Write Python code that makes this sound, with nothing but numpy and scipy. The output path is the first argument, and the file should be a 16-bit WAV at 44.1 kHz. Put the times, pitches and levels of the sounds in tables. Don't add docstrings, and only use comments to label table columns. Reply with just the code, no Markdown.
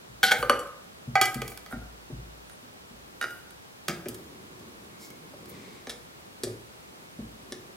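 import sys
import numpy as np
from scipy import signal
from scipy.fft import rfft, irfft, next_fast_len
from scipy.io import wavfile
from scipy.ndimage import uniform_filter1d

SR = 44100
rng = np.random.default_rng(int(sys.argv[2]) if len(sys.argv) > 2 else 0)


def file_out(sig):
    cols = np.atleast_2d(sig).T
    lim = np.clip(cols, -1, 1)
    pcm = np.round(lim * 32767).astype(np.int16)
    wavfile.write(sys.argv[1], SR, pcm)


N = 342216
BLOW_TIME = np.arange(SR // 2) / SR


def from_db(db):
    return 10 ** (np.asarray(db) / 20)


def rms_one(x):
    return x / np.sqrt(np.mean(x ** 2) + 1e-20)


def burst_one(x, size=220):
    return x / np.sqrt(uniform_filter1d(x ** 2, size, mode="constant").max() + 1e-20)


def at_hz(points, hz):
    points = np.array(points)
    return np.interp(np.log(hz), np.log(points[:, 0]), points[:, 1])


def band(x, low, high, order=2):
    return signal.sosfilt(signal.butter(order, [low, high], "band", fs=SR, output="sos"), x)


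def dying(t60, t=BLOW_TIME):
    return np.exp(-np.log(1000) * t / t60)


def add(track, s, sound):
    start = int(s * SR)
    track[start:start + len(sound)] += sound[:N - start]


def place(x, pan_db):
    return x * from_db([[pan_db / 2], [-pan_db / 2]])


def spread(mid, side, width_db):
    return mid + from_db(width_db) * side * np.array([[1], [-1]])


def flutter(per_s):
    return rms_one(np.interp(np.arange(N) / SR * per_s, np.arange(8000), rng.standard_normal(8000)))


def noise(spectrum, narrow_db):
    # f/Hz, side over mid/dB
    air_width = [(60, -8), (200, -4.5), (380, 0.5), (700, 3.5), (1290, 5), (2380, 4.5), (4400, 2),
                 (8120, 0), (15000, -3)]
    size = next_fast_len(N, real=True)
    hz = np.maximum(np.arange(size // 2 + 1) * SR / size, 1)
    inside = (hz > spectrum[0][0]) & (hz < spectrum[-1][0])
    mid, side = rfft(rng.standard_normal((2, size))) * from_db(at_hz(spectrum, hz)) * inside
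    pair = irfft(spread(mid, side, at_hz(air_width, hz) - narrow_db), size)[:, :N]
    return pair / pair.mean(axis=0).std()


def room_air():
    # f/Hz, level/dB
    spectrum = [(15, -53), (25, -9), (35, -15), (48, -8), (66, 2), (82, 0), (145, 1), (190, 1.5),
                (256, -1.5), (394, -1.5), (677, -5.5), (1190, -8.5), (2000, -13), (3820, -14.5),
                (16000, -23.5)]
    return from_db(-53.5) * noise(spectrum, narrow_db=-1.6)


def knock(hz, contact_s, cycles, rattle_db, width):
    t = BLOW_TIME
    push = (1 - np.exp(-t / contact_s)) * dying(cycles / hz + 2 * contact_s)
    rattle = rms_one(band(rng.standard_normal(len(t)), hz / (1 + width), hz * (1 + width)))
    return burst_one(push * (np.sin(2 * np.pi * hz * t) + from_db(rattle_db) * rattle), size=660)


def table_thumps():
    # t/s, level/dB, f/Hz, boom/dB
    hand_thumps = [(.088, -51, 122, -56), (.385, -42.5, 126, -46), (1.076, -34, 128, -55),
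                   (1.352, -34, 130, -45), (1.732, -37.5, 139, -41.5), (2.122, -36, 127.5, -41.5),
                   (2.903, -50.5, 200, -58.5), (3.888, -33.5, 166, -57), (5.871, -45.5, 270, -59.5),
                   (7.187, -36.5, 211, -49.5)]
    # t/s, level/dB, f/Hz
    jar_knocks = [(.232, -41, 200), (.313, -42.5, 193), (0.497, -42, 308), (1.214, -32, 388),
                  (1.363, -38.5, 316), (1.419, -36, 460), (2.1, -42.5, 345), (2.63, -53.5, 256),
                  (3.243, -43.5, 355), (3.896, -37.5, 340), (4.059, -32.5, 369), (4.088, -38, 351),
                  (5.335, -46, 587), (6.434, -30.5, 366), (6.47, -33.5, 398), (7.52, -39, 354)]
    table_hz, ring_s, swell_s = 55.7, 0.86, 0.033
    knocks, booms, t = np.zeros(N), np.zeros(N), BLOW_TIME
    envelope = (1 - np.exp(-t / swell_s)) * dying(ring_s)
    boom = burst_one(np.sin(2 * np.pi * table_hz * t) * envelope, size=1800)
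    for s, db, hz, boom_db in hand_thumps:
        add(knocks, s, from_db(db) * knock(hz, contact_s=0.01, cycles=9.1, rattle_db=-2.5, width=0.58))
        add(booms, s, from_db(boom_db) * boom)
    for s, db, hz in jar_knocks:
        jar = knock(hz, contact_s=0.0027, cycles=15.4, rattle_db=-4, width=0.44)
        table_thud = knock(hz=114.4, contact_s=0.01, cycles=13.4, rattle_db=-3, width=0.68)
        add(knocks, s, from_db(db) * (jar + from_db(-13.5) * table_thud))
        add(booms, s, from_db(db - 31) * boom)
    return from_db(-0.5) * knocks, from_db(-2) * booms


def strikes(contacts, tones, colour_db, crack_db, crack_hz, ring_db, split):
    # low f/Hz, high f/Hz
    ranges = [(250, 1000), (1000, 2500), (2500, 7000), (7000, 16000)]
    out, t = np.zeros(N), BLOW_TIME
    hz, tone_db, t60 = np.transpose(tones)
    triplets = hz * (1 + split * np.array([[-1], [0], [1]]) * rng.uniform(.5, 1.5, (3, len(hz))))
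    waves = sum(np.sin(2 * np.pi * (f[:, None] * t + rng.random((len(f), 1)))) for f in triplets)
    t60 = np.minimum(t60, 2500 / hz)
    free = waves * np.array([dying(ring_s) for ring_s in t60])
    grip = (hz[:, None] / 1500) ** .35
    octaves = np.log2(ranges).mean(axis=1) - np.log2(1580)
    for s, level_db, brightness, contact_s, free_db in contacts:
        age = np.minimum(t / contact_s, 20)
        shares = from_db(tone_db + 2 * rng.standard_normal(len(hz)))
        shares /= np.linalg.norm(shares)
        crack = from_db(crack_db) * band(rng.standard_normal(len(t)), 420, crack_hz) * np.exp(-age)
        blow = shares @ (waves * np.exp(-age * grip) + from_db(free_db + ring_db) * free) + crack
        range_db = level_db + np.array(colour_db) + brightness * octaves
        for db, edges in zip(range_db, ranges):
            add(out, s, from_db(db) * burst_one(band(blow, *edges, order=5)))
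    return out


def first_lid():
    # t/s, level/dB, brightness/(dB per octave), contact time/s, free ring/dB
    drops = [(0.2305, -17, -0.2, 0.0082, -8), (0.2367, -18.5, 2, 0.018, 2),
             (0.311, -23.5, -0.5, 0.0083, -23), (0.3168, -15.5, -1, 0.0098, -37),
             (0.3215, -21.5, -1, 0.0087, -39)]
    presses = [(0.427, -21, -1.5, 0.0063, -34), (0.4625, -44, -1, .005, -19),
               (0.4963, -10, -0.04, 0.0063, -20), (0.592, -42, 7.5, 0.013, -5), (0.673, -59, 8, .003, -22)]
    # f/Hz, level/dB, ring time/s
    loose = [(479, -18.5, 0.22), (761, -11, 0.32), (1474, 5.5, 0.2), (1557, 6.5, 0.21), (1846, -10, 0.41),
             (2030, -5.5, 0.39), (2300, -24, 0.35), (2220, 0, 0.15), (3060, -8, 0.15), (3280, 1, 0.045),
             (3526, -6, 0.12), (4270, -16, 0.16), (3970, -7, 0.28), (4410, -7.5, 0.34), (5350, -14.5, 0.25),
             (5600, -32, 0.18), (7400, -19, 0.33), (9600, -21, 0.16), (11300, -14.5, 0.17),
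             (13900, -16, 0.14)]
    seated = [(498, -9, 0.61), (567, -10, 0.49), (742, -9, 0.51), (1090, -9.5, .45), (1208, -5, 0.52),
              (1517, -7.5, 0.24), (1552, 3, 0.28), (2955, -6, .29), (3260, -7.5, .28), (4470, -8.5, .25),
              (4570, -17, .22), (5800, -11, .17), (7660, -17, 0.12), (9540, -13, .1), (11200, -12, .09)]
    dropped = strikes(drops, loose, colour_db=(-9, 0, -4.5, -14),
                      crack_db=-4, crack_hz=12100, ring_db=2, split=0.0091)
    pressed = strikes(presses, seated, colour_db=(-5.5, -1.5, -10.5, -17.5),
                      crack_db=-14.5, crack_hz=11100, ring_db=-17, split=0.0044)
    return from_db(1) * dropped + from_db(-1.26) * pressed


def sliding(slides, width, grain_db, slips_per_s):
    out, t = np.zeros(N), BLOW_TIME
    for s, half_s, hz, db in slides:
        hiss = rms_one(band(rng.standard_normal(len(t)), hz * (1 - width / 2), hz * (1 + width / 2)))
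        swell = np.exp(-((t - t.mean()) / half_s) ** 2 / 2)
        add(out, s - t.mean(), from_db(db) * hiss * swell)
    return out * from_db(grain_db * flutter(slips_per_s))


def lid_scrapes():
    # middle t/s, half length/s, f/Hz, level/dB
    slides = [(.275, 0.02, 3770, -31), (.40, 0.034, 11300, -48), (1.235, 0.01, 5470, -34.5),
              (1.50, .03, 12000, -50.5), (1.72, 0.012, 10500, -52), (3.31, 0.075, 11900, -58.5),
              (5.034, 0.028, 6050, -52), (5.038, 0.03, 12700, -56), (5.50, 0.012, 13700, -52)]
    return from_db(-0.5) * sliding(slides, width=0.66, grain_db=2.5, slips_per_s=620)


def second_lid():
    # t/s, level/dB, brightness/(dB per octave), contact time/s, free ring/dB
    drops = [(1.1542, -17.5, -5, 0.0072, -11), (1.2132, -19, 2.5, 0.0072, -7), (1.255, -35.5, 5, .007, -29),
             (1.344, -42.5, 6, .005, -29), (1.4182, -31.5, 0, .0035, -36), (1.4788, -46, 6, .005, -32),
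             (1.518, -45.5, -4, .0043, -21), (1.5752, -47, 5, 0.0018, -34), (1.662, -45, 0, 0.0017, -20)]
    knocks = [(1.712, -46, -7, 0.007, 4), (1.725, -35.5, -6.5, .009, -3), (2.497, -50, 4, .0055, -12),
              (3.213, -26, 0.7, 0.0046, 2.5), (3.2255, -28.5, -0.5, .012, -21),
              (3.241, -27.5, -1.5, 0.0034, -29), (3.306, -47, 4, 0.0068, -16),
              (3.507, -53.5, 6.5, .0035, -14)]
    # f/Hz, level/dB, ring time/s
    loose = [(408, -14, 0.15), (687, -3.5, 0.13), (764, 3, 0.31), (822, 5, 0.26), (1245, 3, 0.25),
             (1520, -3, 0.099), (1601, -5.5, 0.5), (2006, -3.5, 0.57), (2288, 1.5, 0.24), (2440, -12, .33),
             (2947, -0.5, 0.22), (3288, -1.5, 0.24), (4260, -15, 0.17), (4510, -1.5, 0.19),
             (4530, -6, 0.098), (5280, -8, 0.078), (5420, -8.5, 0.17), (5670, -14, .18), (6820, -9, 0.094),
             (8140, -8, .13), (9270, -7, 0.12), (11600, -4, .13), (12300, -17, .13)]
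    seated = [(426, -25, .3), (735, -19, 0.16), (1414, 3, 0.26), (1430, -7, 0.23), (1550, 2, 0.076),
              (1830, -8, 0.22), (2046, 1, 0.048), (2240, -13, 0.23), (2890, -12, 0.42), (3780, -6, 0.073),
              (4930, -10.5, 0.38), (6000, -24, .17), (9200, -14, 0.27), (11100, -14, .18)]
    dropped = strikes(drops, loose, colour_db=(-8, 0, -5.5, -11.5),
                      crack_db=-1.5, crack_hz=13800, ring_db=1.5, split=0.0044)
    knocked = strikes(knocks, seated, colour_db=(-12, -1, -10, -17),
                      crack_db=-8, crack_hz=13200, ring_db=-10, split=0.0087)
    return from_db(1.05) * dropped + from_db(-0.1) * knocked


def squeaks():
    # middle t/s, half length/s, f/Hz, level/dB
    slides = [(2.515, 0.022, 9260, -62.5), (5.09, 0.1, 2186, -66.5)]
    return sliding(slides, width=0.038, grain_db=6, slips_per_s=300)


def seamer_clicks():
    # t/s, level/dB, brightness/(dB per octave), contact time/s, free ring/dB
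    clicks = [(3.8818, -27, 0.6, .005, -27), (3.894, -33, -2, 0.011, -14), (4.0574, -44, -3.5, 0.01, -22),
              (4.0845, -53, 9, .0067, -29), (4.1443, -55, 6.5, 0.0065, -29), (4.594, -60, 2.5, 0.0083, -8),
              (5.103, -56, 4, .004, -18), (5.457, -57, 3.5, .0032, -21)]
    # f/Hz, level/dB, ring time/s
    tones = [(363, 4, 0.094), (705, 0, 0.14), (1270, 4, 0.2), (1679, 5.5, .18), (2150, -25, .12),
             (2600, -2, .12), (3200, 5, .11), (4900, 8, .1), (5500, 1, .1), (6160, -7, .07), (7500, 1, .09),
             (8400, 0, .09), (11100, -17, .07), (13400, -11, .05), (14600, -13, .05)]
    return strikes(clicks, tones, colour_db=(-5.5, 0, -2, -7.5),
                   crack_db=8, crack_hz=16400, ring_db=-4, split=0.011)


def stroke(start, end, rise_s=0.11, fall_s=0.12):
    t = np.arange(N) / SR
    return np.clip(np.minimum(1 + (t - start) / rise_s, 1 + (end - t) / fall_s), 0, 1)


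def friction(level, spectrum, grain_db, slips_per_s):
    return level * noise(spectrum, narrow_db=12) * rms_one(from_db(grain_db * flutter(slips_per_s)))


def roller():
    # start t/s, end t/s, rub/dB, scrape/dB
    strokes = [(4.19, 5.503, -52, -68), (5.544, 5.765, -50, -56), (5.9, 7.3, -62, -68),
               (7.4, 7.67, -54.5, -70)]
    # f/Hz, level/dB
    rub_spectrum = [(41, -60), (70, -6.5), (188, 2), (222, 2), (331, 0), (371, 2), (554, -10), (807, -26),
                    (1120, -8.5), (1400, -40), (1820, -42), (3080, -120)]
    scrape_spectrum = [(1200, -13), (1800, 0.5), (2200, 7.5), (2800, -5), (3800, -1.5), (5500, -6),
                       (7000, -10), (9000, -9)]
    rasp_spectrum = [(4000, -17), (6500, -6), (9000, 1), (13500, -4), (16000, -21)]
    starts, ends, rub_db, scrape_db = np.transpose(strokes)
    pushes = np.array([stroke(start, end) for start, end in zip(starts, ends)])
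    rub_level = (from_db(rub_db)[:, None] * pushes).max(axis=0)
    scrape_level = (from_db(scrape_db)[:, None] * pushes).max(axis=0)
    rub = friction(rub_level, rub_spectrum, grain_db=1.5, slips_per_s=40)
    scrape = friction(scrape_level, scrape_spectrum, grain_db=0.5, slips_per_s=320)
    rasp = friction(from_db(-70) * pushes.max(axis=0), rasp_spectrum, grain_db=2, slips_per_s=130)
    return rub + scrape + rasp


def crank_clacks():
    # t/s, level/dB, brightness/(dB per octave), contact time/s, free ring/dB
    clacks = [(5.87, -40.5, -5, 0.0037, -18), (5.895, -39.5, -0.5, 0.013, -28),
              (6.4345, -41, 3, 0.0084, -23), (7.5222, -41, -0.4, 0.0041, -1)]
    # f/Hz, level/dB, ring time/s
    tones = [(326, -3, .09), (400, -11, 0.076), (477, 1, 0.089), (1186, -2.5, 0.087), (1750, 0.5, 0.1),
             (3453, 4.5, 0.058), (3855, 2, 0.025), (4150, -5, .05), (4740, 4, .06), (5410, 3, 0.046),
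             (6600, -17, .05), (7670, -3.5, .05), (9220, 2.5, .05), (11300, -4, .04)]
    return from_db(-1) * strikes(clacks, tones, colour_db=(-5.5, -0.5, 5.5, 0.5),
                                 crack_db=7, crack_hz=8060, ring_db=-3, split=0.016)


def kitchen(x, first_echo_s, build_s):
    # f/Hz, ring time/s
    ring_times = [(100, .5), (400, 0.51), (1400, 0.56), (4000, 0.28), (9000, 0.33), (15000, 0.86)]
    # f/Hz, level/dB
    levels = [(100, 5), (400, 0), (1400, -5.5), (4000, -7), (9000, -8), (15000, -12)]
    # f/Hz, side over mid/dB
    widths = [(100, -26), (400, -19), (1400, -13), (4000, -8), (14000, -0.5)]
    t = np.arange(int(SR * .7)) / SR
    edges = np.geomspace(70, 17000, 13)
    onset = 1 - np.exp(-np.maximum(t - first_echo_s, 0) / build_s)
    response = 0
    for low, high in zip(edges, edges[1:]):
        hz = np.sqrt(low * high)
        tail = onset * dying(at_hz(ring_times, hz), t)
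        echoes = spread(*band(rng.standard_normal((2, len(t))), low, high), at_hz(widths, hz))
        response = response + from_db(at_hz(levels, hz)) * echoes * tail / np.linalg.norm(tail)
    return signal.fftconvolve(x[None], response, axes=1)[:, :N]


def microphones(pair, dip_hz, dip_q, dip_share):
    # f/Hz, phase/radians
    left_lead = [(40, .03), (300, 0.21), (700, 0.39), (1000, 0.54), (3200, 0.74), (4500, 0.68), (7400, 0.7),
                 (15000, 0.47)]
    left, right = pair - dip_share * signal.lfilter(*signal.iirpeak(dip_hz, dip_q, fs=SR), pair)
    size = next_fast_len(N, real=True)
    hz = np.maximum(np.arange(size // 2 + 1) * SR / size, 1)
    lag = np.exp(-1j * at_hz(left_lead, hz))
    return np.array([left, irfft(rfft(right, size) * lag, size)[:N]])


def scene():
    first, second = first_lid(), second_lid()
    handling = seamer_clicks() + crank_clacks() + lid_scrapes() + squeaks()
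    knocks, booms = table_thumps()
    direct = place(first, pan_db=-0.5) + place(second, pan_db=-3)
    direct += place(handling, pan_db=-1.5) + place(knocks + booms, pan_db=1.7)
    to_walls = first + second + from_db(0.5) * handling + from_db(-2) * knocks
    echoes = kitchen(to_walls, first_echo_s=0.0018, build_s=0.0007)
    clatter = microphones(direct + echoes, dip_hz=973, dip_q=2.94, dip_share=0.68)
    return from_db(-0.07) * clatter + roller() + room_air()


def record(dry):
    cutoff_hz = 15900
    return signal.sosfilt(signal.ellip(10, .2, 80, cutoff_hz, fs=SR, output="sos"), dry)


dry = scene()
out = record(dry)
file_out(out)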